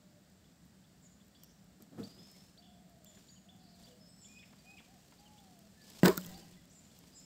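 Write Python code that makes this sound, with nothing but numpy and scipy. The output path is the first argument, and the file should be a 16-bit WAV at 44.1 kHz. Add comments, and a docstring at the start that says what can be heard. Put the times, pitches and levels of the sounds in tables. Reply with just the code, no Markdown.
"""Faint open-air hiss and a low drone lie over a quiet river bank, heard from a bamboo-decked boat.
Small birds chip and whistle and a rooster crows far off: gliding tones that the wooded banks echo.
A small fish is pulled out with a soft plop of resonating bubbles; sleeves rustle by friction and
tackle ticks while it is unhooked. It is tossed into a nearby plastic bucket with a little water and
flaps there: each impact excites the bucket's damped modes, and drops patter down afterwards."""
import sys
import numpy as np
from scipy import signal
from scipy.fft import rfft, irfft
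from scipy.io import wavfile

SR = 44100
rng = np.random.default_rng(int(sys.argv[2]) if len(sys.argv) > 2 else 0)


def unload_audio(sound):
    """Save the sound as a 16-bit wav file, at the path given as the first command line argument."""
    columns = np.transpose(np.atleast_2d(sound))
    # keep every value between -1 and 1, then stretch to whole-number steps
    steps = np.round(np.clip(columns, -1, 1) * 32767)
    wavfile.write(sys.argv[1], SR, steps.astype(np.int16))


N = 319705
TIME = np.arange(N) / SR


def gain_of(db):
    """Amplitude ratio of a level in decibels."""
    return 10 ** (np.asarray(db) / 20)


def unit_rms(x):
    """Normalisation to unit power."""
    return x / np.sqrt(np.mean(x ** 2) + 1e-20)


def value_at(points, hz):
    """Interpolation on a logarithmic frequency axis."""
    f, value = np.transpose(points)
    return np.interp(np.log(hz + 1), np.log(f + 1), value)


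def add(mix, s, sound):
    """Superposition: a sound joins the mix at s seconds."""
    part = mix[max(round(s * SR), 0):][:len(sound)]
    part += sound[:len(part)]


def progress(length):
    """Normalised time, 0 to 1 over a length in seconds."""
    return np.arange(0, 1, 1 / (length * SR))


def coloured(x, points, size=4096):
    """Spectral shaping by a minimum-phase filter of unit energy."""
    db = value_at(points, abs(np.fft.fftfreq(size, 1 / SR)))
    log_gain = np.log(gain_of(np.maximum(db, -100)))
    response = np.exp(np.conj(signal.hilbert(log_gain)))
    taps = np.fft.ifft(response).real[:size // 2]
    return signal.oaconvolve(x, taps / np.linalg.norm(taps))[:len(x)]


def wander(rate_hz, size=N):
    """Random fluctuation of unit power: noise rolled off above the given rate."""
    lowpass = np.exp(-(np.fft.rfftfreq(size, 1 / SR) / rate_hz) ** 2)
    return unit_rms(irfft(rfft(rng.standard_normal(size)) * lowpass, size))


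def grainy(spread_db, rate_hz):
    """Random amplitude modulation gathers noise into clumps."""
    return unit_rms(rng.standard_normal(N) * gain_of(spread_db * np.clip(wander(rate_hz), -2, 2)))


def surges(rows):
    """Envelopes of linear rise and exponential decay add in power, as incoherent sources do."""
    power, t = np.zeros(N), TIME[:SR]
    for s, db, rise, decay in rows:
        envelope = gain_of(db) * np.minimum(t / rise, 1) * np.exp(-np.maximum(t - rise, 0) / decay)
        add(power, s, envelope ** 2)
    return np.sqrt(power)


def sung(hz, rasp, rasp_hz, attack, release, shimmer_db, overtone_db=-40):
    """A tone with random frequency and amplitude modulation; attack and release are shares of it."""
    u = np.linspace(0, 1, len(hz))
    pitch = hz * (1 + rasp * wander(rasp_hz, size=SR)[:len(u)])
    phase = 2 * np.pi * np.cumsum(pitch) / SR
    ramp = np.clip(np.minimum(u / attack, (1 - u) / release), 0, 1)
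    swell = np.sin(np.pi / 2 * ramp) ** 2
    shimmer = gain_of(shimmer_db * wander(21, size=SR)[:len(u)])
    overtones = gain_of(overtone_db) * (np.sin(2 * phase) + np.sin(3 * phase))
    return swell * shimmer * (np.sin(phase) + overtones)


def chip(top_hz, length, sweep, droop):
    """A parabolic frequency sweep shoots up to its top at halfway, then droops."""
    u = progress(length)
    arch = 1 - np.where(u < .5, sweep, droop) * (2 * u - 1) ** 2
    hz = top_hz * arch * (1 + 0.0057 * rng.standard_normal())
    return np.sin(np.pi * u) ** 0.23 * np.sin(2 * np.pi * np.cumsum(hz) / SR)


# Spectra of the hiss and the drone. Each row: frequency in Hz, relative level in dB.
HISS_SPECTRUM = [(25, -34), (43, -25), (190, 3), (344, -15.5), (695, -12), (936, -20.5), (1790, -19),
                 (2410, -24), (4870, -20.5), (6380, -25.5), (7510, -19), (10100, -34), (14800, -29),
                 (16000, -31)]
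DRONE_SPECTRUM = [(25, -56), (55, -7), (110, -9), (150, -8), (182, 0.5), (225, -7), (300, -13), (500, -27),
                  (1200, -49)]

def air():
    """Ambient noise: a broadband hiss over a distant low drone whose level fluctuates."""
    hiss = gain_of(-66) * coloured(rng.standard_normal(N), HISS_SPECTRUM) * gain_of(0.087 * wander(15))
    drone = gain_of(-65) * coloured(rng.standard_normal(N), DRONE_SPECTRUM) * gain_of(wander(17))
    return hiss + drone


# Reverberation of the wooded banks. Each row: frequency in Hz, time to fall 60 dB (T60) in seconds.
BANK_DECAY = [(150, 1), (600, 0.85), (2500, 0.5), (5000, 1), (14000, 0.68)]

def bank_echo(x, build_s, treble_db):
    """Scattering from leaves and banks gives many reflections, each band decaying at its own rate."""
    reflections = rng.standard_normal(SR) * (rng.random(SR) < .06)
    reflections *= np.minimum(TIME[:SR] / build_s, 1) ** 2
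    hz, t, bands = signal.stft(reflections, SR, nperseg=256)
    decay_db = -60 * t / value_at(BANK_DECAY, hz)[:, None]
    tilt_db = value_at([(300, 0), (4000, treble_db)], hz)[:, None]
    tail = signal.istft(bands * gain_of(decay_db + tilt_db), SR, nperseg=256)[1]
    return signal.oaconvolve(x, tail / np.linalg.norm(tail))[:N]


# Syllables of crowing. Each row: start and length in seconds, first, top and last pitch in Hz,
# place of the top from 0 to 1, level in dB, hoarseness as a share of pitch.
CROW_SYLLABLES = [(2.556, 0.61, 607, 734, 609, 0.23, -69.5, 0.041),
                  (3.443, 0.66, 604, 755, 597, 0.15, -70.5, 0.029),
                  (4.632, 0.13, 637, 812, 690, 0.8, -68, 0.013),
                  (4.874, 0.11, 655, 807, 667, .55, -69, 0.019),
                  (5.181, .48, 797, 845, 634, 0.3, -67.5, 0.0068),
                  (6.306, 0.081, 700, 780, 747, 0.57, -58.5, 0.042)]

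def rooster():
    """Frequency jitter makes a hoarse voice; each syllable climbs, then sinks and weakens."""
    out = np.zeros(N)
    for s, length, start_hz, top_hz, end_hz, top, db, hoarse in CROW_SYLLABLES:
        u = progress(length)
        before, after = np.maximum(1 - u / top, 0), np.maximum((u - top) / (1 - top), 0)
        pitch = top_hz + (start_hz - top_hz) * before ** 2 + (end_hz - top_hz) * after ** 1.1
        voice = sung(pitch, hoarse, 90, attack=0.028, release=0.022, shimmer_db=1.2, overtone_db=-30)
        fade_db = -1.5 * np.maximum(u - top, 0)
        add(out, s, gain_of(db + fade_db) * voice)
    return out


# Assorted short bird notes, including high lead-ins to two "tsee" calls. Each row: start and length
# in seconds, first and last pitch in Hz, level in dB, rasp as a share of pitch.
SHORT_NOTES = [(0.0, 0.25, 611, 584, -73, 0.012), (1.378, 0.16, 5650, 5790, -71, 0.06),
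               (2.328, 0.053, 2090, 2210, -69.5, 0.037), (3.585, 0.19, 4640, 4500, -68.5, 0.075),
               (3.865, 0.087, 505, 491, -67.5, .006), (4.067, 0.18, 8070, 7900, -69.5, 0.0065),
               (6.565, .035, 2000, 1990, -66, .012), (5.769, 0.073, 1750, 1716, -67, 0.016),
               (6.695, 0.056, 5900, 7750, -63, 0.14)]

def short_bird_notes():
    """Single notes, each a linear frequency glide."""
    out = np.zeros(N)
    for s, length, start_hz, end_hz, db, rasp in SHORT_NOTES:
        pitch = start_hz + (end_hz - start_hz) * progress(length)
        note = sung(pitch, rasp, rasp_hz=293, attack=0.15, release=0.18, shimmer_db=2.5)
        add(out, s, gain_of(db) * note)
    return out


# Long thin whistles. Each row: start and length in seconds, top pitch in Hz, level in dB,
# place of the top from 0 to 1.
THIN_WHISTLES = [(2.075, 0.39, 5310, -61, 0.77), (3.983, 0.54, 5365, -67, 0.52),
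                 (5.84, 0.26, 5320, -66, 0.7), (7.116, 0.24, 5300, -63.5, 0.7)]

def thin_whistler():
    """Amplitude modulation flutters a fading tone whose pitch follows a shallow arch."""
    out = np.zeros(N)
    for s, length, top_hz, db, top in THIN_WHISTLES:
        u = progress(length)
        flutter_db = 2.5 * np.clip(wander(rate_hz=34.7, size=SR)[:len(u)], -2, 1)
        pitch = top_hz * (1 - 0.18 * (u - top) ** 2)
        note = sung(pitch, rasp=0.014, rasp_hz=150, attack=0.085, release=0.16, shimmer_db=1.9)
        add(out, s, gain_of(db - 9 * u + flutter_db) * note)
    return out


# Lower whistles, one contour a call. Each point: time in seconds, pitch in Hz, level in dB.
FLICK_CALLS = [
    [(4.262, 2210, -76), (4.3, 2480, -65), (4.345, 2450, -68), (4.372, 2506, -55), (4.395, 2500, -61),
     (4.418, 2498, -67), (4.432, 2100, -68)],
    [(4.635, 2410, -78), (4.675, 2480, -61.5), (4.717, 2518, -56), (4.729, 2526, -66), (4.737, 2550, -59),
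     (4.762, 2540, -74), (4.776, 2530, -52), (4.787, 2120, -69)],
]

def flick_whistler():
    """A harmonic tone scoops up and swells; deep frequency jitter roughens its closing flick."""
    out = np.zeros(N)
    flick_s, flick_hz, flick_db = 0.029, 2710, -57
    for call in FLICK_CALLS:
        s, hz, db = np.transpose(call)
        t = np.arange(s[0], s[-1], 1 / SR)
        note = sung(np.interp(t, s, hz), rasp=0.0064, rasp_hz=250, attack=0.035, release=0.03,
                    shimmer_db=0.5, overtone_db=-13.5)
        add(out, s[0], gain_of(np.interp(t, s, db)) * note)
        fall = flick_hz * (1 - 0.154 * progress(flick_s))
        flick = sung(fall, rasp=0.16, rasp_hz=604, attack=0.14, release=0.64, shimmer_db=2)
        add(out, s[-1] - flick_s / 4, gain_of(flick_db) * flick)
    return out


# Very high "tsee" calls. Each row: start and length in seconds, held pitch in Hz, level in dB,
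# rasp as a share of pitch.
TSEES = [(1.019, 0.059, 6860, -62, 0.041), (3.05, 0.063, 6970, -62.5, 0.011),
         (3.264, 0.093, 6750, -61, 0.0057), (4.203, 0.078, 7170, -60, 0.029),
         (6.74, 0.063, 7070, -59, 0.029), (7.138, 0.07, 7170, -61.5, .04)]

def tsee_bird(settle_s=0.019):
    """Exponential relaxation: the pitch drops onto a note and holds it."""
    out = np.zeros(N)
    for s, length, hz, db, rasp in TSEES:
        pitch = hz * (1 + 0.14 * np.exp(-length * progress(length) / settle_s))
        note = sung(pitch, rasp, rasp_hz=466, attack=0.28, release=0.14, shimmer_db=2.5)
        add(out, s, gain_of(db) * note)
    return out


# Two-part calls. Each row: start in seconds, level of the hook in dB, level of the slur in dB.
HOOK_CALLS = [(1.346, -68, -68), (2.03, -52.5, -70), (2.574, -58.5, -72), (3.284, -60, -69),
              (3.833, -60, -71), (4.582, -65, -74), (5.1798, -67, -63.5), (5.808, -64, -79),
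              (6.34, -56.5, -67)]

def hook_bird(slur_hz=3300, slur_after_s=0.07):
    """Two frequency sweeps in turn: a steep rising hook, then a soft falling slur."""
    out = np.zeros(N)
    for s, db, slur_db in HOOK_CALLS:
        add(out, s, gain_of(db) * chip(top_hz=4710, length=0.0283, sweep=0.347, droop=0.036))
        fall = slur_hz * (1 - 0.185 * progress(length=0.04))
        slur = sung(fall, rasp=0.015, rasp_hz=280, attack=0.35, release=0.45, shimmer_db=1)
        add(out, s + slur_after_s, gain_of(slur_db) * slur)
    return out


# Chips, about two a second. Each row: start in seconds, direct level in dB, echo level in dB.
CHIPS = [(0.4414, -73, -72), (0.8374, -71, -80), (1.2, -69, -79), (1.3478, -65, -66),
         (2.1804, -64.5, -62.5), (2.6204, -65, -58.5), (3.0574, -62.5, -62), (3.4864, -58.5, -62),
         (3.8674, -61, -70), (4.2434, -60, -64), (4.3874, -60, -67), (4.7854, -61, -70),
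         (5.3784, -62.5, -70), (6.5314, -67, -67), (6.9014, -69, -71)]

def chipping_bird():
    """Each upward sweep takes two paths: straight to the listener, and into the trees."""
    direct, to_trees = np.zeros((2, N))
    for s, db, echo_db in CHIPS:
        call = chip(top_hz=3506, length=0.0206, sweep=0.259, droop=0.068)
        add(direct, s, gain_of(db) * call)
        add(to_trees, s, gain_of(echo_db) * call)
    return direct, to_trees


def birds():
    """Direct and reverberant sound add, in a different ratio for each kind of call."""
    direct, to_trees = chipping_bird()
    hooks = hook_bird()
    whistles = thin_whistler() + flick_whistler() + short_bird_notes()
    for voice, echo_db in (hooks, -8.5), (whistles, -4.5), (tsee_bird(), -4), (rooster(), -7):
        direct += voice
        to_trees += gain_of(echo_db) * voice
    return direct + bank_echo(to_trees, build_s=0.01, treble_db=1)


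# Strokes of cloth. Each row: centre and half-width in seconds, level in dB.
RUSTLES = [(1.822, 0.015, -67.5), (2.057, 0.049, -61.5), (2.33, 0.16, -66.5), (3.2, 0.089, -67),
           (3.844, 0.066, -65.5), (5.123, 0.93, -69.5), (6.026, 0.13, -58), (6.336, 0.15, -61.5),
           (7.052, 0.3, -67)]
# Spectrum of rubbing cloth. Each row: frequency in Hz, relative level in dB.
CLOTH_SPECTRUM = [(200, 5.5), (700, 6), (1500, -5.5), (2500, 0.5), (4800, 3.5), (6200, 1.5), (7700, 2.5),
                  (10000, -8), (14500, -5.5), (16000, -11)]

def sleeves():
    """Friction of cloth makes crackly noise that swells and fades with each stroke."""
    power = sum(gain_of(db) ** 2 * np.exp(-((TIME - s) / half) ** 2) for s, half, db in RUSTLES)
    return np.sqrt(power) * coloured(grainy(spread_db=2.5, rate_hz=120), CLOTH_SPECTRUM)


# Ticks of the tackle and knocks of the rod. Each row: start in seconds, relative level in dB.
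TICKS = [(1.435, -44.5), (1.443, -51.5), (1.823, -48.5), (2.315, -52), (3.046, -48), (5.591, -53.5),
         (5.901, -46), (6.989, -50)]
KNOCKS = [(3.171, -52), (4.528, -49), (4.801, -49), (5.121, -50.5), (7.035, -51)]
# Their spectra. Each row: frequency in Hz, relative level in dB.
TICK_SPECTRUM = [(500, -4), (3000, -13), (5500, 3), (7800, 4), (10500, -6.5), (14500, 9), (16000, -6)]
KNOCK_SPECTRUM = [(150, -24), (400, -2), (720, 2), (1100, -1), (1800, -3), (3500, -11), (8000, -34),
                  (16000, -46)]

def tackle():
    """Small impacts radiate noise bursts: bright from line and hook, duller from the handled rod."""
    ticks = surges([(s, db - 0.5, .0003, .0012) for s, db in TICKS]) * rng.standard_normal(N)
    knocks = surges([(s, db - 10.5, .002, .008) for s, db in KNOCKS]) * rng.standard_normal(N)
    faint_ticks = (rng.random(N) < 7 / SR) * gain_of(-52 + 3.4 * rng.standard_normal(N))
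    return coloured(ticks + faint_ticks, TICK_SPECTRUM) + coloured(knocks, KNOCK_SPECTRUM)


# Gulps of river water. Each row: start in seconds, level in dB, rise and decay in seconds.
GULPS = [(1.80, -55.5, 0.0024, 0.029), (1.91, -56, 0.011, 0.15), (1.972, -41.5, 0.016, 0.044),
         (2.16, -57, 0.009, 0.065)]
# Their spectrum. Each row: frequency in Hz, relative level in dB.
GULP_SPECTRUM = [(40, -50), (110, 2.5), (230, 3.5), (420, -8.5), (750, -12), (950, -25), (1250, -19),
                 (2200, -32), (6000, -44)]

def river_gulps():
    """Water displaced as the fish comes out gives surges of low-frequency noise."""
    return coloured(surges(GULPS) * grainy(spread_db=1.5, rate_hz=140), GULP_SPECTRUM)


# Air pockets in river and bucket. Each row: start in seconds, pitch in Hz, level in dB, T60 in seconds.
BUBBLES = [(1.9961, 245, -29.5, 0.05), (1.999, 454.6, -43, 0.17), (2.013, 189.7, -41.5, 0.27),
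           (6.052, 1455, -23, 0.047), (6.089, 378, -15.5, 0.07), (6.096, 618, -29.5, 0.091),
           (6.072, 940, -24, 0.038), (6.113, 1047, -36, 0.067), (6.1776, 1373, -30.5, 0.026),
           (6.221, 3000, -47, 0.021), (6.2474, 3230, -45, 0.018)]

def bubbles(rise_per_t60=0.1):
    """Trapped air rings as a damped oscillator whose pitch rises as it dies."""
    out, t = np.zeros(N), TIME[:SR // 2]
    for s, hz, db, t60 in BUBBLES:
        cycles = hz * (t + rise_per_t60 * t ** 2 / (2 * t60))
        envelope = gain_of(db - 60 * t / t60) * (1 - np.exp(-2 * cycles))
        add(out, s, envelope * np.sin(2 * np.pi * cycles))
    return out


# Modes of plastic and enclosed air. Each row: frequency in Hz, relative level in dB, T60 in seconds.
BUCKET_MODES = [(181.6, -3.5, 0.19), (223, -5, 0.036), (300, -7, 0.03), (354, -10.5, 0.036),
                (469, -16, 0.052), (566, -20, 0.21), (632, -17, 0.07), (800, -19.5, 0.049), (997, -21, 0.1),
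                (1253, -24, 0.091), (1505, -28, 0.09), (1610, -17.5, 0.053), (1914, -7, 0.015),
                (2730, -8, 0.011)]

def bucket_ring():
    """The bucket's impulse response is a sum of damped modes."""
    t = TIME[:SR // 2]
    return sum(gain_of(db - 60 * t / t60) * np.sin(2 * np.pi * hz * t) for hz, db, t60 in BUCKET_MODES)


# Rocking water. Each row: start in seconds, level in dB, rise and decay in seconds.
SLOSH = [(6.2, -51.5, 0.055, 0.21)]
# Spectrum of wet impacts. Each row: frequency in Hz, relative level in dB.
WET_SPECTRUM = [(600, -30.5), (1500, 4), (2600, -7), (3600, -2.5), (5000, 0.5), (6000, -12), (7500, -1),
                (10000, -19.5), (14500, -6), (16000, -3.5)]

def settling_water(start_s=6.19, drips_per_s=49, decay_s=0.28):
    """Drips patter at random and die away, while sloshing drives the bucket into forced vibration."""
    since, t = TIME - start_s, TIME[:SR // 2]
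    arrivals = (since > 0) * (rng.random(N) < drips_per_s / SR)
    drips = arrivals * gain_of(-46 + 4.2 * rng.standard_normal(N)) * np.exp(-abs(since) / decay_s)
    splat = rng.standard_normal(len(t)) * np.exp(-t / 0.00073)
    patter = signal.oaconvolve(drips, splat)[:N]
    ring = bucket_ring()
    hum = signal.oaconvolve(surges(SLOSH) * rng.standard_normal(N), ring / np.linalg.norm(ring))[:N]
    return coloured(patter, WET_SPECTRUM) + hum


# Spray and churned water. Each row: start in seconds, level in dB, rise and decay in seconds.
SPRAY = [(6.033, -35.5, 0.017, 0.038), (6.18, -74, 0.0091, 0.16)]
CHURN = [(6.047, -20.5, 0.0043, 0.031), (6.083, -24.5, 0.0044, 0.01)]
# Spectrum of churning water, with a low thump of the deck. Each row: frequency in Hz, level in dB.
CHURN_AND_DECK_SPECTRUM = [(30, -45), (65, 0), (130, -22), (260, 1), (420, 5.5), (730, -8.5), (1000, -3.5),
                           (1650, -12.5), (2600, -20.5), (5000, -33.5)]
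# Single drops. Each row: start in seconds, level in dB.
DROPS = [(6.0445, -34), (6.0578, -22), (6.06, -27), (6.093, -36), (6.101, -33), (6.1124, -37), (6.129, -38),
         (6.158, -38), (6.1725, -33), (6.177, -20.5), (6.2035, -43), (6.2475, -47), (6.2614, -41),
         (6.266, -39), (6.298, -48)]

def bucket_splash():
    """Turbulent water and a thump of the deck give low noise; spray and drops give bright bursts."""
    spray = coloured(surges(SPRAY) * grainy(spread_db=-3.5, rate_hz=2800), WET_SPECTRUM)
    churn = surges(CHURN) * grainy(spread_db=-3.5, rate_hz=83)
    drops = surges([(s, db, .0002, .00045) for s, db in DROPS]) * rng.standard_normal(N)
    return spray + coloured(churn, CHURN_AND_DECK_SPECTRUM) + coloured(drops, TICK_SPECTRUM)


# Blows of the fish on the bucket. Each row: start in seconds, impulse level in dB,
# contact time in seconds, level of the wet slap in dB.
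BLOWS = [(6.0327, -9, 0.0004, -31), (6.0538, -14.5, 0.001, -25), (6.057, -18.5, 0.00019, -18),
         (6.06, -27, 0.00041, -29.5), (6.0741, -21, 0.00052, -44), (6.0804, -28, 0.0007, -21),
         (6.1774, -28.5, 0.00093, -37)]

def flapping_fish():
    """Impact excitation: the soft, wet body slaps and rings the bucket; longer contact is duller."""
    thuds, t = np.zeros(N), TIME[:SR // 2]
    ring = bucket_ring()
    for s, db, contact, _ in BLOWS:
        force = t * np.exp(-4 * t / contact)
        add(thuds, s, gain_of(db) * signal.oaconvolve(ring, force / force.sum())[:len(t)])
    cutoff_hz = 172  # the thuds carry little sound below this frequency
    thuds = signal.sosfilt(signal.butter(3, cutoff_hz, "high", fs=SR, output="sos"), thuds)
    slaps = surges([(s, db, .0005, .0024) for s, _, _, db in BLOWS]) * rng.standard_normal(N)
    return thuds + coloured(slaps, WET_SPECTRUM)


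def scene():
    """All sources superpose, and the banks faintly reflect those near the boat."""
    near = flapping_fish() + bucket_splash() + settling_water()
    near += river_gulps() + bubbles() + sleeves() + tackle()
    echo = gain_of(-17.5) * bank_echo(near, build_s=0.025, treble_db=18.5)
    return (near + echo + birds() + air())[None]


def record(dry):
    """Band limiting: a linear-phase low-pass filter removes the highest treble."""
    lowpass = signal.firwin(511, cutoff=15750, window=("kaiser", 9), fs=SR)
    return signal.oaconvolve(dry, lowpass[None], "same")


dry = scene()
out = record(dry)
unload_audio(out)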